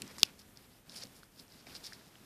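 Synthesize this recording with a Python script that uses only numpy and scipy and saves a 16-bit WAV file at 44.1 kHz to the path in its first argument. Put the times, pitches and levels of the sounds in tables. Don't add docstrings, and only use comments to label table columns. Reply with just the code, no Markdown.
import sys
import numpy as np
from scipy import signal
from scipy.fft import rfft, irfft
from scipy.io import wavfile
from scipy.ndimage import uniform_filter1d

SR = 44100
rng = np.random.default_rng(int(sys.argv[2]) if len(sys.argv) > 2 else 0)


def level_to_linear(level):
    exponent = np.asarray(level, float) / 20
    return 10 ** exponent


def store_pcm(level_fs):
    pcm = np.round(np.clip(level_fs, -1, 1) * 32767).astype(np.int16)
    wavfile.write(sys.argv[1], SR, np.atleast_2d(pcm).T)


N = 99225

# (frequency [Hz], density [dB per Hz])
FLOOR_COLOUR = [(15, -29), (25, 2.5), (253, -8), (537, -15), (762, -18.5), (3530, -23.5), (4620, -28),
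                (13500, -24), (15500, -33.5)]
# (time [s], level [dB])
HISS_GAIN = [(0, 2), (.2, 5), (.33, -0.5), (.6, 2), (0.799, 0), (.84, -6.5), (.88, 0.5), (1.05, 2),
             (1.331, -1), (1.42, 3), (1.48, -2), (1.55, 3), (1.64, -2.5), (1.7, 6), (1.95, 2), (2.1, -1.5),
             (2.25, 2)]
# (time [s], level [dB])
RUB_EFFORT = [(0.0, -55), (0.14, -59.5), (0.32, -62), (0.69, -80), (0.97, -57.5), (1.06, -60), (1.35, -73),
              (1.58, -62), (1.81, -62), (1.979, -61.5), (2.25, -66.5)]
# (frequency [Hz], density [dB per Hz])
RUB_COLOUR = [(65, -38), (110, -3), (250, -2), (327, -8.5), (896, -14.5), (993, -16), (5040, -19.5),
              (13800, -30.5), (15000, -34)]
# (time [s], level [dB])
KNOCKS = [(.002, -45), (0.028, -44), (0.049, -51), (.075, -52.5), (0.227, -53), (0.56, -55), (.96, -65),
          (1.04, -49.5), (1.056, -60), (1.389, -55), (1.668, -54), (1.751, -67), (1.811, -58), (1.88, -57),
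          (1.952, -55.5), (2.201, -53.5)]
# (frequency [Hz], level [dB], t60 [s])
TABLE_MODES = [
    (133.3, -3.5, 0.14),
    (203.3, -2, 0.12),
    (273, -6, 0.21),
    (374, -1.5, 0.05),
]
# (time [s], peak [dB], ring [Hz], edge click
# [dB])
TICKS = [(0.0199, -25.5, 4300, 3), (.0198, -22.5, 7420, -7), (0.0201, -29.5, 2310, -18),
         (0.0234, -34, 4400, -13), (0.0779, -33, 5700, -11), (0.113, -42, 5800, 0), (.158, -46, 5000, -1),
         (.1662, -42, 5500, -5), (.1831, -32, 7900, -1), (0.1836, -32, 4900, -10), (.187, -36, 7000, 0),
         (.1906, -34, 7200, -6), (0.194, -39, 5000, -2), (.197, -28.5, 5300, 0), (0.2033, -43, 6500, 0),
         (.2057, -35, 5000, 2), (0.216, -35, 3777, -10), (0.2182, -38, 4860, -6), (.2512, -34, 5070, -12),
         (0.2555, -35, 5300, -16), (.2888, -47, 5000, -9), (0.3921, -43, 4890, -1), (0.394, -41, 5250, -2),
         (0.3973, -42.5, 5000, -3), (0.4176, -45.5, 5600, -11), (0.573, -32.5, 5100, -14),
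         (0.8959, -34, 5160, -17.5), (1.0536, -39.5, 4430, -6.5), (1.0707, -40.5, 5400, -3),
         (1.3876, -43, 4600, -14), (1.3932, -42, 5200, -9), (1.395, -44, 4300, -4), (1.3984, -37, 4500, -8),
         (1.6688, -43.5, 4900, -3), (1.6965, -41, 2920, -6), (1.7084, -45, 3200, -4),
         (1.9315, -36, 5140, -13), (1.9335, -31, 5240, -16), (1.9366, -46, 5200, -8),
         (1.165, -42.5, 7200, -12), (.9197, -37, 5130, -17), (.9404, -43, 5100, -10),
          (.9473, -40, 3060, -12), (.9574, -51, 4500, -7), (.9596, -43, 3900, -7), (.9623, -34, 4430, 5),
          (.9642, -33, 5400, -7), (.9705, -32, 4900, -3), (.9774, -31, 5100, -12), (.9811, -32, 5000, -11),
          (1.0048, -37, 4630, -6), (1.0102, -41, 5500, -5), (1.0235, -34, 4400, -14),
          (1.0273, -37, 5200, -9), (1.0312, -38, 5240, -3), (1.0338, -33, 6300, -13),
          (1.0352, -30, 5260, -11), (1.0366, -27.5, 5300, -9), (1.7456, -39, 5100, -10),
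          (1.7494, -40, 7600, -1), (1.752, -28.5, 4400, -12), (1.7566, -34, 4600, -10),
          (1.7585, -32, 4900, -10), (1.7624, -34, 4700, -13), (1.7649, -35, 5300, -6),
          (1.7665, -35.5, 3930, -5), (1.8461, -39, 4730, -7), (1.8484, -33, 4840, -4),
          (1.8543, -33, 4830, -10), (1.8572, -32, 5300, -12), (1.8638, -33.5, 5070, 4),
          (1.8674, -28.5, 5160, -4), (1.8721, -36, 4900, 6), (1.8737, -42, 5100, 4)]
# (frequency [Hz], density [dB per Hz])
RIM_COLOUR = [(2000, -10.5), (5000, 1), (6200, -2.5), (7700, 2), (9500, -2), (11500, -2), (14500, -1.5)]
# (frequency [Hz], density [dB per Hz])
FIZZ_COLOUR = [(290, -37), (500, -10.5), (2330, -6), (2610, -17.5), (4870, -3), (6390, -17), (9650, -11.5),
               (14000, -25), (15000, -37.5)]
# (time [s], peak [dB], ring [Hz])
POPS = [(.0213, -29.5, 2840), (.1833, -35.5, 1070), (.1835, -37.5, 1870), (.896, -37, 3500),
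        (1.0372, -38, 510), (1.232, -38.5, 1410), (1.481, -46, 5200), (1.522, -40, 4760),
        (1.362, -46.5, 4600), (1.233, -43.5, 4000), (1.673, -44, 2280), (.274, -45, 2300),
        (.297, -51, 2400), (1.669, -37.5, 2160), (1.670, -40, 660), (0.22, -40.5, 360), (1.9234, -33, 1650),
        (1.932, -39.5, 1960), (2.012, -48, 1590), (2.1553, -40.5, 2950), (2.156, -47.5, 1600)]
# (start [s], length [s], level [dB], brightness [dB per octave])
SQUEEZES = [(0.057, 0.07, -60, -10), (0.136, 0.034, -58.5, -6), (0.178, 0.055, -54.5, 2),
            (0.23, 0.035, -57, 3), (0.247, 0.057, -69, -13.5), (0.382, 0.021, -57.5, 5),
            (0.406, 0.013, -58.5, -7.5), (0.55, 0.11, -66, -8), (0.698, 0.087, -67.5, -6),
            (0.888, 0.034, -55.5, -2.5), (0.921, 0.051, -53, 0.5), (0.951, 0.038, -48, 2),
            (0.991, 0.024, -48, 1), (1.014, 0.019, -46, -5.5), (1.03, 0.026, -62, 8),
            (1.145, 0.051, -62.5, 9), (1.222, 0.019, -62.5, 4), (1.308, 0.09, -69.5, 2.5),
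            (1.369, 0.058, -63.5, 1), (1.384, 0.019, -58.5, -2), (1.492, 0.12, -61.5, -3.5),
            (1.658, 0.083, -56.5, -7.5), (1.739, 0.034, -49, -2), (1.769, 0.11, -61, -1.5),
            (1.827, 0.034, -51, -1), (1.859, 0.026, -60, -3), (1.864, 0.091, -55.5, -3),
            (1.957, 0.13, -66.5, -3), (2.1, .15, -69.5, -10.5)]
# (frequency [Hz], width [Hz], level [dB])
CELLS = [
    (1500, 1800, -14),
    (2890, 1600, -12),
    (3900, 990, -6),
    (4947, 970, -0.35),
    (5600, 740, -11.5),
    (7200, 2000, -9),
    (9700, 1900, -8.5),
    (12500, 3000, -16.5),
]
# (frequency [Hz], level [dB], t60 [s])
BURST_MODES = [
    (260, -23, .012),
    (1700, -3.5, .0017),
    (3420, 4.5, .0028),
    (4940, .5, .0029),
    (6800, 4.5, .0013),
    (8850, -7, .003),
    (14250, -7, .0017),
]
# (frequency [Hz], level [dB], t60 [s])
AFTER_RING = [
    (224, -71, 0.062),
    (2660, -28, 0.019),
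    (2870, -20.5, 0.013),
    (4300, -10.5, 0.0042),
    (5300, -32.5, 0.012),
    (7600, -30.5, 0.00504),
]

WALL_HZ = 4940
PATCHY_DB = .9


def level(x, db):
    return x * level_to_linear(db) / np.sqrt(np.mean(x ** 2))


def fade(t, t60):
    return np.exp(-np.log(1000) * t / t60)


def colour(x, points):
    hz, db = np.array(points, float).T
    bins_hz = np.arange(1025) * SR / 2048
    log_gain = np.interp(np.log(bins_hz + 1), np.log(hz), db) * np.log(10) / 20
    cepstrum = irfft(log_gain)
    cepstrum[1:1024] *= 2
    cepstrum[1025:] = 0
    response = irfft(np.exp(rfft(cepstrum)))
    return signal.fftconvolve(x, response)[:len(x)]


def filtered(x, order, hz, kind):
    return signal.sosfilt(signal.butter(order, hz, kind, fs=SR, output="sos"), x)


def add(out, s, sound):
    i = max(int(s * SR), 0)
    out[i:i + len(sound)] += sound[:N - i]


def grains(rate, scatter_db):
    chance, sign, size = rng.random((3, N))
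    sizes = level_to_linear(-scatter_db * np.log(size + 1e-4))
    return level((chance < rate / SR) * np.sign(sign - .5) * sizes, 0)


def walk(rate):
    k = int(SR / rate)
    steps = np.repeat(rng.standard_normal(N // k + 1), k)
    return 1.8 * uniform_filter1d(uniform_filter1d(steps, k), k)[:N]


def room_floor(near):
    floor_db, flicker_db = -61.5, .6
    duck_db, duck_at_db, duck_s, rumble_hz = -9, -51.5, .03, 120
    noise = level(colour(rng.standard_normal(N), FLOOR_COLOUR), floor_db)
    gain_db = np.interp(np.arange(N) / SR, *np.array(HISS_GAIN).T)
    noise = noise * level_to_linear(flicker_db * walk(23) + gain_db)
    loud = uniform_filter1d(np.minimum(np.abs(near) / level_to_linear(duck_at_db), 1), int(duck_s * SR))
    rumble = signal.sosfiltfilt(signal.butter(2, rumble_hz, fs=SR, output="sos"), noise)
    return noise - (1 - level_to_linear(duck_db * loud)) * rumble


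def rub(t):
    effort_db = np.interp(t, *np.array(RUB_EFFORT).T) + 0.5
    slips = level(colour(grains(rate=3600, scatter_db=1.5), RUB_COLOUR), 0)
    return level_to_linear(effort_db + PATCHY_DB * walk(36)) * slips


def table(t):
    rise_s, strength_scatter_db, pitch_scatter = 0.0049, 0.83, 0.0088
    hum_hz, hum_db, hum_start_s, hum_end_s = 209, -66, .27, .66
    out, u = np.zeros(N), np.arange(8192) / SR
    for (s, db), chances in zip(KNOCKS, rng.standard_normal((len(KNOCKS), 4))):
        ring = 0
        for (hz, mode_db, t60), c in zip(TABLE_MODES, chances):
            tone = np.sin(2 * np.pi * hz * (1 + pitch_scatter * c) * u)
            ring = ring + level_to_linear(mode_db + strength_scatter_db * c) * tone * fade(u, t60)
        add(out, s, level_to_linear(db) * np.clip(u / rise_s, 0, 1) * ring)
    swell = np.clip((t - hum_start_s) / .05, 0, 1) * np.clip((hum_end_s - t) / .1, 0, 1)
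    hum_level = level_to_linear(hum_db + walk(15)) * swell
    turns = np.cumsum(hum_hz * (1 + .008 * walk(8))) / SR
    return out + hum_level * np.sin(2 * np.pi * turns)


def ticks():
    ring_cycles, rise_s = 14, 0.000091
    fizz_edge_db, fizz_tail_db, fizz_tail_t60 = -10, -21.5, .014
    out, t = np.zeros(N), np.arange(1024) / SR
    click = colour(1. * (t == 3 / SR), RIM_COLOUR)
    snaps = TICKS
    for (s, db, hz, edge_db), noise in zip(snaps, rng.standard_normal((len(snaps), 1024))):
        ring = np.sin(2 * np.pi * hz * t) * fade(t, ring_cycles / hz)
        edge = level_to_linear(fizz_edge_db + edge_db) * fade(t, .003)
        tail = level_to_linear(fizz_tail_db) * fade(t, fizz_tail_t60)
        fizz = level(colour(noise, FIZZ_COLOUR), 0) * (edge + tail)
        rise = 1 - np.exp(-t / rise_s)
        add(out, s, level_to_linear(db) * ((ring + fizz) * rise + level_to_linear(edge_db) * click))
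    return filtered(out, 2, 2200, "high")


def pops():
    ring_cycles, glide = 18, .15
    out, t = np.zeros(N), np.arange(2048) / SR
    for s, db, hz in POPS:
        turns = hz * t
        rise = 1 - np.exp(-turns / 0.59)
        tone = np.sin(2 * np.pi * turns * (1 + glide * turns / ring_cycles))
        decay = fade(turns, ring_cycles * (hz / WALL_HZ) ** 0.38)
        add(out, s, level_to_linear(db) * rise * tone * decay)
    return out


def crackle(t):
    attack_s, release_s = .012, 0.0043
    force = []
    for s, length, db, _ in SQUEEZES:
        press = np.clip((t - s) / attack_s, 0, 1)
        let_go = np.exp(-np.maximum(t - s - length, 0) / release_s)
        force.append(level_to_linear(db) * press * let_go)
    force = np.array(force)
    tilt = np.array(SQUEEZES)[:, 3]
    out = 0
    for hz, width, db in CELLS:
        tears = grains(rate=5000, scatter_db=2.0)
        cells = level(filtered(tears, 2, [hz - width / 2, hz + width / 2], "band"), db - 5.5)
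        push = level_to_linear(tilt * np.log2(hz / WALL_HZ)) @ force
        out = out + push * level_to_linear(PATCHY_DB * walk(120)) * cells
    return out * level_to_linear(PATCHY_DB * walk(250))


def burst():
    start_s, rise_s = .23175, .0002
    out, t = np.zeros(N), np.arange(4096) / SR
    ring = 0
    for hz, db, t60 in BURST_MODES + AFTER_RING:
        direction = -1 if hz == WALL_HZ else 1
        ring = ring + direction * level_to_linear(db) * np.sin(2 * np.pi * hz * t) * fade(t, t60)
    add(out, start_s, ring * (1 - np.exp(-(t / rise_s) ** 2)))
    return out


def room_tail(near):
    room_db, t60, centre_hz, half_width_hz = -49.5, 0.18, 2560, 280
    u = np.arange(16384) / SR
    band = [centre_hz - half_width_hz, centre_hz + half_width_hz]
    echo = filtered(rng.standard_normal(len(u)), 1, band, "band")
    echo = echo * fade(u, t60) * (u > .004)
    return level_to_linear(room_db) * signal.fftconvolve(near, echo)[:N]


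def scene():
    t = np.arange(N) / SR
    near = ticks() + pops() + burst() + crackle(t)
    mono = near + room_tail(near) + rub(t) + table(t) + room_floor(near)
    side = level_to_linear(-38.5) * np.roll(mono, 40)
    return mono + side * np.array([[1], [-1]])


def band_limit(x):
    return signal.sosfilt(signal.butter(12, 16700, fs=SR, output="sos"), x)


def record(dry):
    thinned = filtered(dry, 1, 78, "high")
    top_cut = signal.ellip(8, .1, 35, 14650, fs=SR, output="sos")
    heard = signal.sosfiltfilt(top_cut, thinned)
    return band_limit(np.clip(heard, -1.02, 1.02))


dry = scene()
out = record(dry)
store_pcm(out)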